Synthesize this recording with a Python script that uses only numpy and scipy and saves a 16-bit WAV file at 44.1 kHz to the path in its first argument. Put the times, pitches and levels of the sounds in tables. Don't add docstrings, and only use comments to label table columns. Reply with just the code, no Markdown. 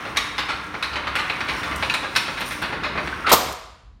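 import sys
import numpy as np
from scipy import signal
from scipy.fft import rfft, irfft
from scipy.io import wavfile
from scipy.ndimage import uniform_filter1d

SR = 44100
rng = np.random.default_rng(int(sys.argv[2]) if len(sys.argv) > 2 else 0)


def put_to_file(sound):
    columns = np.atleast_2d(sound).T
    safe = np.clip(columns, -1, 1)
    whole_steps = np.round(safe * 32767)
    wavfile.write(sys.argv[1], SR, whole_steps.astype(np.int16))


N = 176400
T = np.arange(N) / SR

# (time [s], relative level [dB], brightness [dB per octave], rattle length [s])
SLAT_KNOCKS = [(.052, -29, -3.5, 0.016), (.162, -26, 0.5, 0.0019), (.170, -16.5, 2.5, 0.0086),
               (.381, -20, 1, 0.015), (.486, -22, 0, 0.025), (.741, -27, -3.5, 0.014),
               (.826, -22.5, 1.5, 0.017), (.933, -29, -0.5, 0.0091), (.957, -23, -0.5, 0.011),
               (1.071, -23.5, -0.5, 0.01), (1.154, -19, 0.5, .014), (1.187, -24.5, 1, 0.016),
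               (1.298, -22.5, -1.5, 0.0075), (1.406, -22, -0.5, 0.0062), (1.482, -23.5, 1, 0.024),
               (1.632, -27, 1.5, 0.01), (1.712, -27, -2.5, 0.021), (1.825, -20, -1, 0.012),
               (1.898, -23, 3, 0.0084), (1.940, -19, 2.5, 0.0092), (2.029, -26.5, -3, 0.023),
               (2.152, -24, 2.5, 0.0048), (2.161, -14, 1.5, 0.0068), (2.281, -24.5, -4.5, 0.0087),
               (2.372, -28.5, 0, 0.02), (2.407, -23.5, -1, 0.015), (2.508, -27, 0, 0.019),
               (2.618, -23, -1.5, 0.028), (2.724, -26, -3, 0.018), (2.830, -22.5, -1.5, 0.029),
               (2.954, -27.5, -4, 0.01), (2.976, -22.5, -4, 0.014), (3.074, -26, -1, 0.0049)]
# (pitch [Hz], level [dB])
SLAT_TONE = [(60, -16), (700, -5.5), (1200, 0.5), (2400, -0.5), (3100, -6), (4100, -6), (5000, -15),
             (7400, -28.5), (9500, -30.5), (16000, -49)]
# (time [s], relative level [dB], brightness [dB per octave], length [s])
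CLOSING_KNOCKS = [(3.264, -17.5, -1.5, 0.025), (3.286, -17.5, 1, 0.035)]
def knocks(rows):
    out = np.zeros(N)
    crisp_s = .017
    for start, db, tilt, length in rows:
        body = patchy(SLAT_TONE, spread_db=3.5)
        attack = .48 * max(length - crisp_s, .002)
        rattle = burst(body, attack, hold=.81 * length, decay=.009 + .89 * length, tilt=tilt, grain_db=1)
        add(out, start, undb(db - 1) * rattle)
        hardness = min(crisp_s / length, 1) ** 2
        first_hit = burst(body, decay=.0015, tilt=tilt)
        add(out, start, undb(db + 4) * hardness * first_hit)
    return out


# (time [s], level [dB], pitch struck most strongly [Hz])
SLAT_CLANKS = [(0.173, -14, 3900), (0.171, -21.5, 5900), (0.829, -22.5, 3520), (1.299, -16, 2470),
               (1.899, -15, 2710), (1.939, -19, 3850), (2.161, -14, 1930), (2.163, -15.5, 4870),
               (3.127, -21.5, 1456)]
# (pitch [Hz], level [dB])
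SLAT_NOTES = [(1540, 3.5), (1740, -1.5), (2277, -0.5), (2520, 2.5), (2750, 0), (3790, 9.5), (4010, 1.5),
              (5330, -2), (5790, -4.5), (6570, -6)]
def clanks():
    out, notes = np.zeros(N), np.array(SLAT_NOTES)
    for start, db, hz in SLAT_CLANKS:
        tuning = 1 + .02 * rng.uniform(-.8, 1)
        octaves_away = np.log2(notes[:, :1] / hz)
        weights = np.exp(-(octaves_away / .32) ** 2)
        add(out, start, undb(db) * ring(notes * [tuning, 1], fade_s=.05, weights=weights))
    return out


# (time [s], level [dB], length [s])
BAR_BLOWS = [(3.3135, -9, 0.0085), (3.329, -7.5, 0.0064)]
# (pitch [Hz], level [dB])
BAR_TONE = [(40, -22.5), (250, -9), (470, -1.5), (950, 1.5), (1250, 0.5), (1700, -18), (16000, -59.5)]
def bar_clunk():
    out = np.zeros(N)
    for start, db, length in BAR_BLOWS:
        add(out, start, undb(db) * burst(BAR_TONE, attack=.00048, hold=length, decay=.011))
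    return out


# (pitch [Hz], level [dB])
BAR_NOTES = [(480, 2.5), (540, 4.5), (608, -2.5), (900, 1), (1108, 1), (1190, -6.5)]
def bar_ring():
    out = np.zeros(N)
    add(out, BAR_BLOWS[0][0], undb(-26) * ring(BAR_NOTES, fade_s=.65))
    return out


# (time [s], level [dB], length [s])
LOCK_CLASHES = [(3.3172, -13.5, 0.0081), (3.326, -9.5, 0.012)]
# (pitch [Hz], level [dB])
CLASH_TONE = [(800, -5.5), (2000, -3), (4300, 5), (9000, -2), (10600, -8), (13500, 4.5), (16000, -7.5)]
def clash():
    out = np.zeros(N)
    for start, db, length in LOCK_CLASHES:
        hit = burst(CLASH_TONE, attack=.0011, hold=length, decay=length, grain_db=.5)
        add(out, start, undb(db) * hit)
    return out


# (pitch [Hz], level [dB])
SQUEAK_NOTES = [(1330, -23), (1490, -33.5)]
def squeak():
    out = np.zeros(N)
    start, length, slips_per_s = 3.244, .041, 700
    swell = np.minimum(T / .006, 1) * np.exp(-np.maximum(T - length, 0) / .008)
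    for hz, db in SQUEAK_NOTES:
        rough_note = tone(hz, wander=.04, rate=slips_per_s) * undb(4 * wobble(slips_per_s))
        add(out, start, undb(db) * swell * unit(rough_note))
    return out


# (time [s], relative scrape level [dB], relative hiss level [dB])
RAIL_LEVELS = [(0, -33, -49), (.72, -36.5, -54), (1.0, -31, -53), (1.85, -29, -43), (2.12, -38.5, -50),
               (2.52, -36.5, -41.5), (2.8, -34.5, -56.5), (3.18, -32.5, -50), (3.52, -38, -53)]
# (pitch [Hz], level [dB])
SCRAPE_TONE = [(100, -9), (300, -12), (700, -5), (1100, 4.5), (2300, -2.5), (4000, -14), (5800, -38),
               (16000, -65.5)]
# (pitch [Hz], level [dB])
HISS_TONE = [(3000, -12.5), (5500, 6), (7500, -7.5), (9400, -0.5), (10400, -10.5), (16000, -11.5)]
def rails():
    scrape = unit(colour(grit(N, grain_db=.5), SCRAPE_TONE))
    scrape *= undb(curve(RAIL_LEVELS, column=1) + .76 * wobble(30))
    hiss = unit(colour(grit(N, grain_db=3.5), HISS_TONE))
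    hiss *= undb(curve(RAIL_LEVELS, column=2) + 1.3 * wobble(27))
    return undb(-2.5) * (scrape + hiss)


# (time [s], rumble level [dB], boom level [dB])
DRIVE_LEVELS = [(0, -40.5, -53.5), (.58, -43, -52), (1.1, -43, -39), (1.4, -40.5, -59.5),
                (1.75, -37.5, -36), (2.1, -41.5, -60), (2.95, -36.5, -45.5), (3.5, -41, -43.5)]
# (pitch [Hz], level [dB])
RUMBLE_TONE = [(25, -30), (50, 2.5), (130, 1.5), (320, 1), (700, -9.5), (16000, -89)]
# (pitch [Hz], level [dB])
MOTOR_NOTES = [(298, -52.5), (1389, -49.5)]
def drive():
    rumble = unit(colour(rng.standard_normal(N), RUMBLE_TONE))
    rumble *= undb(curve(DRIVE_LEVELS, column=1) + 1.3 * wobble(16))
    boom = tone(hz=69.8, wander=.008, rate=8.1)
    boom *= undb(curve(DRIVE_LEVELS, column=2) + .74 * wobble(28))
    hum = sum(tone(hz, wander=.0089, rate=34.77) * undb(db + 3 * wobble(16)) for hz, db in MOTOR_NOTES)
    return rumble + boom + hum


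# (time [s], level
# [dB])
THIN_TICKS = [(0.169, -31), (0.825, -45), (1.154, -38), (1.759, -37), (1.939, -39), (2.161, -28),
              (2.407, -42.5), (3.294, -27.5)]
# (pitch [Hz], level [dB])
TICK_TONE = [(2000, -31), (5000, 2.5), (8900, 7.5), (16000, -4)]
def ticks():
    out = np.zeros(N)
    for start, db in THIN_TICKS:
        add(out, start, undb(db) * burst(TICK_TONE, attack=.00025, hold=.0024, decay=.014, grain_db=3.5))
    return out


# (time [s], level [dB])
SWITCH_CLICKS = [(3.524, -29), (3.529, -30)]
# (pitch [Hz], level [dB])
CLICK_TONE = [(1500, -16), (6000, 11), (16000, 0)]
def switch():
    out = np.zeros(N)
    for start, db in SWITCH_CLICKS:
        add(out, start, undb(db) * burst(CLICK_TONE, attack=.00022, hold=.00038, decay=.00085))
    return out


# (time [s], typical level [dB], length [s])
CHAIN_JINGLES = [(2.399, -40, .012), (2.455, -39, .075), (2.618, -38.5, .004)]
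# (pitch [Hz], level [dB])
LINK_TONE = [(7800, -16), (9000, 12.5), (10500, -7), (13300, -1), (16000, -10.5)]
def chain():
    out, gap_s = np.zeros(N), .01
    for start, db, length in CHAIN_JINGLES:
        for lag in np.arange(0, length, gap_s):
            late, strength = rng.random(2)
            clink = burst(patchy(LINK_TONE, spread_db=6), decay=.0052)
            add(out, start + lag + late * gap_s / 2, undb(db) * (.5 + strength) * clink)
    return out


# (pitch [Hz], level [dB])
BACKGROUND_TONE = [(20, -36), (50, -1.5), (100, -11.5), (170, -21.5), (16000, -80.5)]
def background():
    return undb(-49.5) * unit(colour(rng.standard_normal(N), BACKGROUND_TONE))


# (pitch [Hz], time to fade by 60 dB [s])
ECHO_TIMES = [(400, 0.7), (1100, 0.79), (3500, 0.78), (8000, 0.66), (16000, 0.33)]
def in_room(x, echo_db):
    t, tail = T[:SR], np.zeros(SR)
    noise, hz = rfft(rng.standard_normal(SR)), np.arange(SR // 2 + 1)
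    edges = np.append(0, np.geomspace(100, SR / 2, 16))
    for low, high in zip(edges, edges[1:]):
        band = irfft(noise * ((hz >= low) & (hz < high)))
        tail += band * np.exp(-np.log(1000) * t / at_hz(ECHO_TIMES, (low + high) / 2))
    tail *= 1 - np.exp(-t / .001)
    echo = signal.fftconvolve(x, tail / np.sqrt(np.sum(tail ** 2)))[:N]
    return x + undb(echo_db) * echo


def burst(points, attack=1 / SR, hold=0, *, decay, tilt=0, grain_db=0):
    t = T[:2 ** 13]
    shape = np.minimum(t / attack, 1) * np.exp(-np.maximum(t - hold, 0) / decay)
    phases = np.angle(rfft(shape * grit(len(t), grain_db)))
    even = irfft(np.exp(1j * phases)) * shape ** .25
    return unit(colour(even, points, tilt)) * np.sqrt(np.mean(shape ** 2))


def ring(notes, fade_s, weights=1):
    hz, db = np.array(notes).T[:, :, None]
    gain = undb(db) * weights
    phase = 2 * np.pi * (hz * T[:SR] + rng.random(hz.shape))
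    fade = np.minimum(T[:SR] / .00038, 1) * np.exp(-np.log(1000) * T[:SR] / fade_s)
    return (gain * np.sin(phase)).sum(0) * fade / np.sqrt(np.sum(gain ** 2) / 2)


def tone(hz, wander, rate):
    pitch = hz * (1 + wander * wobble(rate))
    return np.sqrt(2) * np.sin(2 * np.pi * np.cumsum(pitch) / SR)


def wobble(rate):
    steps = rng.standard_normal(N // 40)
    line = np.interp(T * rate, np.arange(len(steps)), steps)
    return unit(uniform_filter1d(line, int(SR / rate)))


def grit(size, grain_db):
    strength = undb(grain_db * np.minimum(rng.exponential(size=size // 20 + 1), 4))
    return unit(rng.standard_normal(size) * np.repeat(strength, 20)[:size])


def patchy(points, spread_db):
    hz = np.geomspace(40, 16000, 96)
    return np.column_stack([hz, at_hz(points, hz) + spread_db * rng.standard_normal(len(hz))])


def colour(x, points, tilt=0):
    n = len(x)
    hz = np.arange(n // 2 + 1) * SR / n
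    db = at_hz(points, hz) + tilt * np.log2(np.maximum(hz, 500) / 1000)
    folded = irfft(np.log(undb(db)), n)
    folded[1:n // 2] *= 2
    folded[n // 2 + 1:] = 0
    return irfft(rfft(x) * np.exp(rfft(folded)), n)


def at_hz(points, hz):
    rows = np.array(points)
    return np.interp(np.log(hz + 1), np.log(rows[:, 0]), rows[:, 1])


def curve(table, column):
    rows = np.array(table)
    return np.interp(T, rows[:, 0], rows[:, column])


def add(out, start, x):
    i = int(start * SR)
    out[i:i + len(x)] += x[:N - i]


def undb(db):
    return 10 ** (np.asarray(db) / 20)


def unit(x):
    return x / np.sqrt(np.mean(x ** 2))


def scene():
    motor_off_s, run_down_s = 3.523, .0082
    running = np.exp(-np.maximum(T - motor_off_s, 0) / run_down_s)
    moving = (knocks(SLAT_KNOCKS), ticks() + chain(), running * rails())
    out = sum(in_room(part, echo_db=-4.5) for part in moving)
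    out += in_room(clanks(), echo_db=-7)
    landing = (knocks(CLOSING_KNOCKS) + squeak(), bar_clunk(), clash())
    out += sum(in_room(part, echo_db=-9.5) for part in landing)
    return (out + bar_ring() + background() + running * drive() + switch())[None]


def record(dry):
    bass_hz, ceiling, top_hz = 36, .95, 15850
    thinned = signal.sosfilt(signal.butter(4, bass_hz, "high", fs=SR, output="sos"), dry)
    rounded = ceiling * np.tanh(thinned / ceiling)
    return signal.sosfilt(signal.ellip(10, .2, 70, top_hz, fs=SR, output="sos"), rounded)


dry = scene()
out = record(dry)
put_to_file(out)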